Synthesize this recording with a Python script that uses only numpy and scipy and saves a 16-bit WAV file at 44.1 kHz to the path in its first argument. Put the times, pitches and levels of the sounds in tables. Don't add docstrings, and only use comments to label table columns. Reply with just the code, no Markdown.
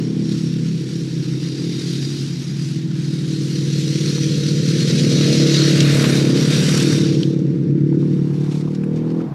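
import sys
import numpy as np
from scipy import signal
from scipy.fft import rfft, irfft, next_fast_len
from scipy.io import wavfile
from scipy.ndimage import uniform_filter1d, minimum_filter1d

SR = 44100
rng = np.random.default_rng(int(sys.argv[2]) if len(sys.argv) > 2 else 0)


def dump(signal):
    limited = np.clip(np.atleast_2d(signal).T, -1, 1)
    pcm = np.round(limited * 32767).astype(np.int16)
    wavfile.write(sys.argv[1], SR, pcm)


N = 411894
TIME = np.arange(N) / SR


def gain_of(db):
    return 10 ** (np.asarray(db) / 20)


def unit_rms(x):
    return x / np.sqrt(np.mean(x ** 2) + 1e-20)


def at_hz(points, hz):
    f, value = np.transpose(points)
    return np.interp(np.log(hz + 1), np.log(f + 1), value)


def at_time(rows, t=TIME):
    times, *columns = np.transpose(rows)
    return [np.interp(t, times, column) for column in columns]


def above(hz, edge_hz, octaves):
    return 1 / (1 + (edge_hz / (hz + 1)) ** (4 / octaves))


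def wander(shape, *spans):
    x = rng.standard_normal(shape)
    for axis, span in enumerate(spans):
        x = uniform_filter1d(x, span, axis)
    return unit_rms(x)


def noise(db_field, size):
    real, imag = rng.standard_normal(db_field.shape[::-1] + (2,)).T
    spectra = (real + 1j * imag) * gain_of(db_field)
    return unit_rms(signal.istft(spectra, nperseg=size, noverlap=size * 3 // 4)[1][:N])


def firing_count(rates, start_cycle):
    return start_cycle + np.cumsum(at_time(rates)[0]) / SR


# (frequency [Hz], relative delay [ms])
SILENCER_DELAY = [(35, 12.8), (100, 6), (165, 1), (215, -10), (280, -5), (345, 0), (400, 1), (440, -4),
                  (550, -5)]


def silencer_pulse(colour, size=8192):
    hz = np.fft.rfftfreq(size, 1 / SR)
    delay_s = at_hz(SILENCER_DELAY, hz) / 1000
    lag_cycles = (np.cumsum(delay_s) - delay_s / 2) * SR / size
    spectrum = gain_of(at_hz(colour, hz)) * np.exp(-2j * np.pi * lag_cycles)
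    return np.fft.fftshift(irfft(spectrum, size))


def shifting_echoes(x, depth_db, slip_rad):
    spectra = signal.stft(x, nperseg=4096, noverlap=3072)[2]
    swell, slip = wander(spectra.shape[::-1] + (2,), 14, 3).T
    spectra = spectra * gain_of(depth_db * swell) * np.exp(1j * slip_rad * slip)
    return signal.istft(spectra, nperseg=4096, noverlap=3072)[1][:N]


# (time [s], puffs over blows [dB])
TURBULENCE = [(0, -15), (3.5, -15.5), (4.8, -13.5), (5.6, -10.5), (6.9, -11), (7.4, -14), (8.4, -15),
              (9.34, -17)]


def exhaust(engine, levels, colour, jitter_ms=.1, uneven_db=1.1, puff_cycles=.6):
    cycles = firing_count(*engine)
    firings = np.flatnonzero(np.diff(np.floor(cycles)))
    timing, strength = rng.standard_normal((500, 2))[:len(firings)].T
    firings += np.round(jitter_ms * SR / 1000 * timing).astype(int)
    blows = np.zeros(N)
    blows[np.clip(firings, 0, N - 1)] = gain_of(uneven_db * strength)
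    puffs = np.exp(-(cycles % 1) / puff_cycles) * rng.standard_normal(N)
    drive = unit_rms(blows) + gain_of(at_time(TURBULENCE)[0]) * unit_rms(puffs)
    tailpipe = signal.oaconvolve(drive, silencer_pulse(colour), "same")
    size = next_fast_len(N + 4096)
    spectrum = rfft(shifting_echoes(tailpipe, depth_db=1.7, slip_rad=.55), size)
    hz = np.fft.rfftfreq(size, 1 / SR)
    growl_up, bark_up = above(hz, 203, 0.02), above(hz, 260.2, 0.074)
    rasp_up, snarl_up = above(hz, 422.5, 0.1), above(hz, 622, 0.1)
    masks = (1 - growl_up, growl_up - bark_up, bark_up - rasp_up, rasp_up - snarl_up, snarl_up)
    bands = [unit_rms(irfft(spectrum * mask, size)[:N]) for mask in masks]
    thump_db, growl_db, bark_db, rasp_db = at_time(levels)
    snarl_db = rasp_db + 15.5 + 1.03 * (thump_db + rasp_db)
    lifts_db = (0, growl_db, bark_db, rasp_db, snarl_db)
    return sum(gain_of(thump_db + db) * band for db, band in zip(lifts_db, bands))


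# (time [s], firing rate [Hz])
LEAD_RATE = [(0.0, 32.6), (0.6, 32.58), (0.8, 33.12), (2.4, 35.1), (2.7, 34.9), (3.3, 35.18), (3.7, 35.27),
             (4.7, 36.11), (5.6, 36.11), (5.85, 36.08), (6.1, 34.84), (6.4, 33.98), (7.4, 33.73),
             (8.2, 34.19), (8.45, 33.37), (8.6, 31.68), (9.34, 27.9)]
LEAD_ENGINE = (LEAD_RATE, .486)
# (frequency [Hz], level [dB])
LEAD_COLOUR = [(35, -56), (72, -37), (108, -14), (143, 5), (180, -6), (220, -5), (280, -8.5), (322, -6),
               (385, -17.5), (470, -10.5), (570, -24), (700, -63), (1500, -79), (4000, -110)]
# (time [s], thump [dB], growl, bark, rasp [dB over thump])
LEAD_LEVELS = [(0, -23, -16, -0.5, -26), (0.5, -20, -25, -12, -33), (1.6, -23.5, -10.5, -10, -28),
               (2.4, -24.5, -9.5, -12, -49), (3.4, -23, -13.5, -17, -20.5), (4.2, -22, -25.5, -3.5, -18),
               (5.0, -17, -4.5, -8.5, -17), (5.6, -9, -31, -2, -15.5), (6.0, -8.5, -10, -9, -14),
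               (6.4, -17.5, -7, 0, -11.5), (6.9, -19, -10, -10, -16), (8.0, -23, -12, -3, -21.5),
               (8.6, -30, -19, -9, -30), (9.2, -38, 0, -6, -24), (9.34, -24, -10, -5.5, -21)]


def lead_bike():
    return exhaust(LEAD_ENGINE, LEAD_LEVELS, LEAD_COLOUR)


# (time [s], firing rate [Hz])
CHASER_RATE = [(0.0, 40.91), (0.6, 40.62), (1.3, 40.45), (2.22, 43.34), (2.42, 41.84), (2.7, 40.81),
               (3.25, 39.97), (3.6, 40.27), (4.25, 39.61), (4.5, 39.91), (4.8, 41.16), (5.4, 43.01),
               (5.8, 41.51), (6.2, 39.49), (6.6, 38.05), (7.0, 37.24), (7.2, 36.32), (7.6, 35.78),
               (8.0, 36.68), (8.5, 36.61), (8.85, 38.32), (9.2, 41.27), (9.34, 40.65)]
CHASER_ENGINE = (CHASER_RATE, .833)
# (frequency [Hz], level [dB])
CHASER_COLOUR = [(35, -65), (72, -42), (110, -17.5), (150, 0.5), (190, -6), (230, -7.5), (285, -9),
                 (325, -4), (395, -20.5), (470, -8.5), (570, -31), (700, -60.5), (1500, -87), (4000, -110)]
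# (time [s], thump [dB], growl, bark, rasp [dB over thump])
CHASER_LEVELS = [(0, -27, -1, -8, -13), (0.5, -28.5, 1, -5.5, -17), (1.6, -29, -14, -1, -14.5),
                 (2.2, -26.5, -21, -3.5, -25.5), (2.5, -26.5, -10, -10, -28), (3.3, -25.5, -13, -3.5, -23),
                 (4.2, -22.5, -9, -7.5, -14.5), (4.8, -19, -13, -12, -14.5), (5.3, -17, -2, -4, -5),
                 (6.2, -18, -2.5, -35, -14.5), (6.85, -14.5, -7.5, 2, -11.5), (7.5, -19.5, -12, -6, -20.5),
                 (8.0, -17, -11.5, -2.5, -19), (8.5, -20.5, -10.5, -7.5, -21.5),
                 (8.9, -20, -3.5, -6.5, -13.5), (9.221, -24, 0.5, 0, -8), (9.27, -28.5, -1, -5, -10),
                 (9.34, -43, -17, 3, -16)]


def chasing_bike():
    return exhaust(CHASER_ENGINE, CHASER_LEVELS, CHASER_COLOUR)


# (time [s], half length [s], lift [dB])
CLOSE_PASSES = [(6.046, 0.3, 14), (6.767, 0.23, 7)]


def pass_lift_db(t):
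    return sum(db / (1 + ((t - when) / half) ** 2) for when, half, db in CLOSE_PASSES)


# (time [s], level [dB])
ROAR_LEVEL = [(0, -52), (0.7, -60), (1.6, -55.5), (4.6, -59), (5.4, -52), (6.9, -51.5), (7.8, -59.5),
              (8.55, -46), (8.8, -52), (9.0, -46.5), (9.34, -42)]
# (frequency [Hz], level [dB])
ROAR_SPECTRUM = [(350, -17), (600, -2.5), (800, -2), (1100, -5), (1500, -16.5), (2500, -61)]


def jet_roar(throb):
    hz = np.fft.rfftfreq(1024, 1 / SR)
    rush = noise(at_hz(ROAR_SPECTRUM, hz)[:, None] * np.ones(N // 256 + 5), size=1024)
    swell = sum(np.maximum(np.sin(2 * np.pi * firing_count(*engine)), 0) ** 2
                for engine in (LEAD_ENGINE, CHASER_ENGINE))
    level_db = at_time(ROAR_LEVEL)[0] + 1.22 * pass_lift_db(TIME)
    return gain_of(level_db) * unit_rms(rush * (1 + throb * swell))


# (frequency [Hz], width [Hz])
METAL_RINGS = [(3750, 45), (4130, 40), (4830, 35), (5600, 60)]
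# (time [s], pitch of the lower three [ratio], pitch of the top one [ratio], four ring levels [dB])
RING_MOTION = [(0, .99, .992, 3, 1, -3, 8), (1.0, .995, .995, 1, 2, 0, 8), (1.5, 1, 1, 8, 3, 6, 5),
               (2.0, .995, 1.002, 8, 3, 8, 7), (2.6, 1.005, 1.002, 1, -4, 5, 2),
               (3.2, 1.017, 1.025, 6, 5, -2, 2), (4.2, 1.022, 1.038, 5, 5, -5, 7),
               (4.7, 1.028, 1.04, 6, 4, -5, 2), (5.2, 1.032, 1.04, 7, 6, -5, 6),
               (5.7, 1.024, 1.036, 7, 6, -5, 2), (6.15, .993, 1.032, 8, 3, -2, 4),
               (6.6, .987, 1.015, 6, 0, 4, 5), (7.2, .975, .998, 5, 1, -3, 8),
               (7.8, .975, .995, 3, -3, -3, 4)]


def rattle_db(hz, t):
    shift, top_shift, *levels_db = at_time(RING_MOTION, t)
    shifts = (shift, shift, shift, top_shift)
    flutters_db = 2.2 + 1.2 * wander((len(t), len(METAL_RINGS)), 22).T
    power = sum(gain_of(db + flutter) ** 2 / (1 + (2 * (hz - centre * pitch) / width) ** 2)
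                for (centre, width), db, flutter, pitch in zip(METAL_RINGS, levels_db, flutters_db, shifts))
    return 10 * np.log10(1 + power)


# (time [s], level [dB])
SPRAY_LEVEL = [(0, -39.5), (0.2, -39.5), (0.34, -33), (0.56, -39), (1.05, -35), (1.2, -38), (2.05, -30),
               (2.55, -38), (2.68, -32.5), (2.88, -44), (3.0, -36.5), (4.05, -27), (4.6, -27.5), (5.2, -19),
               (5.57, -12.5), (6.02, -18.5), (6.32, -25), (6.55, -20), (6.92, -20.5), (7.05, -28),
               (7.25, -35.5), (7.45, -51), (7.8, -56), (8.05, -49.5), (8.3, -50), (8.49, -46.5),
               (8.52, -40.5), (8.61, -44), (8.635, -51.5), (8.73, -49.5), (8.78, -55), (8.95, -53.5),
               (9.02, -55), (9.21, -52.5), (9.24, -57.5), (9.34, -60)]
# (frequency [Hz], level [dB])
SPRAY_SPECTRUM = [(500, -6.5), (800, -24.5), (1400, -7), (2200, -6), (3200, -6), (4500, -3.5), (6000, -7.5),
                  (7500, -14), (11700, -24.5), (13200, -37), (15600, -49)]
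# (time [s], lift [dB])
SPRAY_TREBLE = [(0, -1.5), (3, 0), (5.6, -4), (6.05, 5.5), (6.35, -0.5), (6.85, 3), (7.1, -3), (7.6, 1),
                (8.4, 3), (8.55, 3), (8.7, 3.5), (9.34, 1)]


def ice_spray(patchy_db, gusty_db, throb, grain_db, grains_per_s):
    frames, hz = N // 256 + 5, np.fft.rfftfreq(1024, 1 / SR)[:, None]
    t = np.arange(frames) * 256 / SR
    level_db, treble_db, pass_db = at_time(SPRAY_LEVEL, t)[0], at_time(SPRAY_TREBLE, t)[0], pass_lift_db(t)
    low_floor = gain_of(-41 - level_db)
    low_db = 10 * np.log10(gain_of(pass_db - 7) ** 2 + low_floor ** 2)
    tilt_db = (1 - above(hz, 2610, 1.0)) * low_db + above(hz, 7000, 0.27) * treble_db
    tilt_db += above(hz, 13000, 0.2) * 0.63 * pass_db
    patches = wander((frames, len(hz)), 8, 10).T
    gusts = wander(frames, 7)
    colour_db = at_hz(SPRAY_SPECTRUM, hz) + rattle_db(hz, t) + tilt_db
    hiss = noise(colour_db + patchy_db * patches + gusty_db * gusts, size=1024)
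    beat = sum(np.cos(2 * np.pi * firing_count(*engine)) for engine in (LEAD_ENGINE, CHASER_ENGINE))
    grain_sizes = gain_of(2.6 * np.minimum(rng.exponential(1, N), 3))
    grains = grain_sizes * (rng.random(N) < grains_per_s / SR)
    bursts = signal.oaconvolve(grains, signal.windows.hann(220))[:N]
    envelope = 1 + throb * beat + gain_of(grain_db) * bursts
    return gain_of(np.interp(TIME, t, level_db)) * unit_rms(hiss * envelope)


# (time [s], level [dB])
RUMBLE_LEVEL = [(0, -58), (3.3, -57), (4.2, -52), (5.7, -56), (6.3, -62), (6.9, -62), (7.3, -63),
                (8.4, -52), (9.34, -46)]
# (frequency [Hz], level [dB])
RUMBLE_SPECTRUM = [(15, -15), (49, -26), (75, 6.5), (90, -11)]


def low_rumble():
    hz = np.fft.rfftfreq(4096, 1 / SR)
    colour_db = at_hz(RUMBLE_SPECTRUM, hz) - 40 * above(hz, 110, 0.57)
    rumble = noise(colour_db[:, None] * np.ones(N // 1024 + 5), size=4096)
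    return gain_of(at_time(RUMBLE_LEVEL)[0]) * rumble


# (time [s], onset level [dB], centre [Hz], width [octaves], time to fall 60 dB [s])
ICE_CHIPS = [(2.955, -44, 600, 2.9, 0.027), (4.18, -41, 900, 0.7, .03), (5.803, -9.5, 3740, 1.56, 0.044),
             (6.041, -16, 1600, 2.9, 0.082), (6.71, -27, 5500, 1.4, 0.018), (6.775, -24, 5000, 1.6, 0.02),
             (6.825, -23, 6500, .8, 0.013), (7.231, -24, 3680, 0.84, 0.011), (7.39, -50, 4460, 1.3, .03),
             (7.925, -39, 930, 1.3, 0.019), (8.026, -45, 1050, 0.75, 0.023), (8.189, -49, 950, 1.5, 0.027),
             (8.478, -43, 900, 0.69, .03), (8.512, -45, 2300, 1.9, 0.3), (8.609, -48, 2500, 2.4, .03),
             (8.674, -40, 795, 0.67, 0.024), (8.748, -41.5, 3000, 2.2, 0.045),
             (8.835, -38, 1180, 2.5, 0.026), (8.839, -53, 7000, 1.2, .025), (8.958, -47, 3200, 2, 0.15),
             (9.101, -45, 1800, 3, 0.086), (9.203, -38.5, 1170, 1.2, 0.036)]


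def ice_chips(length=4000, attack_s=.0015):
    out, t = np.zeros(N + length), np.arange(length) / SR
    for when, db, hz, octaves, t60 in ICE_CHIPS:
        spread = 2 ** (octaves / 2)
        band = signal.butter(3, [hz / spread, min(hz * spread, 15000)], "bandpass", fs=SR)
        envelope = gain_of(-60 * t / t60) * np.minimum(t / attack_s, 1)
        burst = signal.lfilter(*band, rng.standard_normal(length) * envelope)
        onset_rms = np.sqrt(np.mean(burst[:250] ** 2))
        out[round(when * SR):][:length] += gain_of(db) * burst / onset_rms
    return out[:N]


def scene():
    bikes = lead_bike() + chasing_bike()
    spray = ice_spray(patchy_db=1.5, gusty_db=.9, throb=.08, grain_db=-15, grains_per_s=60)
    return (bikes + jet_roar(throb=0.3) + spray + ice_chips() + low_rumble())[None]


def record(dry):
    threshold_db, squeeze, window = -6.5, .7, 700
    peak_db = 20 * np.log10(-minimum_filter1d(-abs(dry[0]), window) + 1e-9)
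    over_db = uniform_filter1d(np.maximum(peak_db - threshold_db, 0), window)
    limited = dry / gain_of(squeeze * over_db)
    bass_cut = signal.lfilter(*signal.butter(1, 45, "highpass", fs=SR), limited)
    lowpass = signal.firwin(511, 15700, window=("kaiser", 9), fs=SR)
    return signal.oaconvolve(bass_cut, lowpass[None], "same")


dry = scene()
out = record(dry)
dump(out)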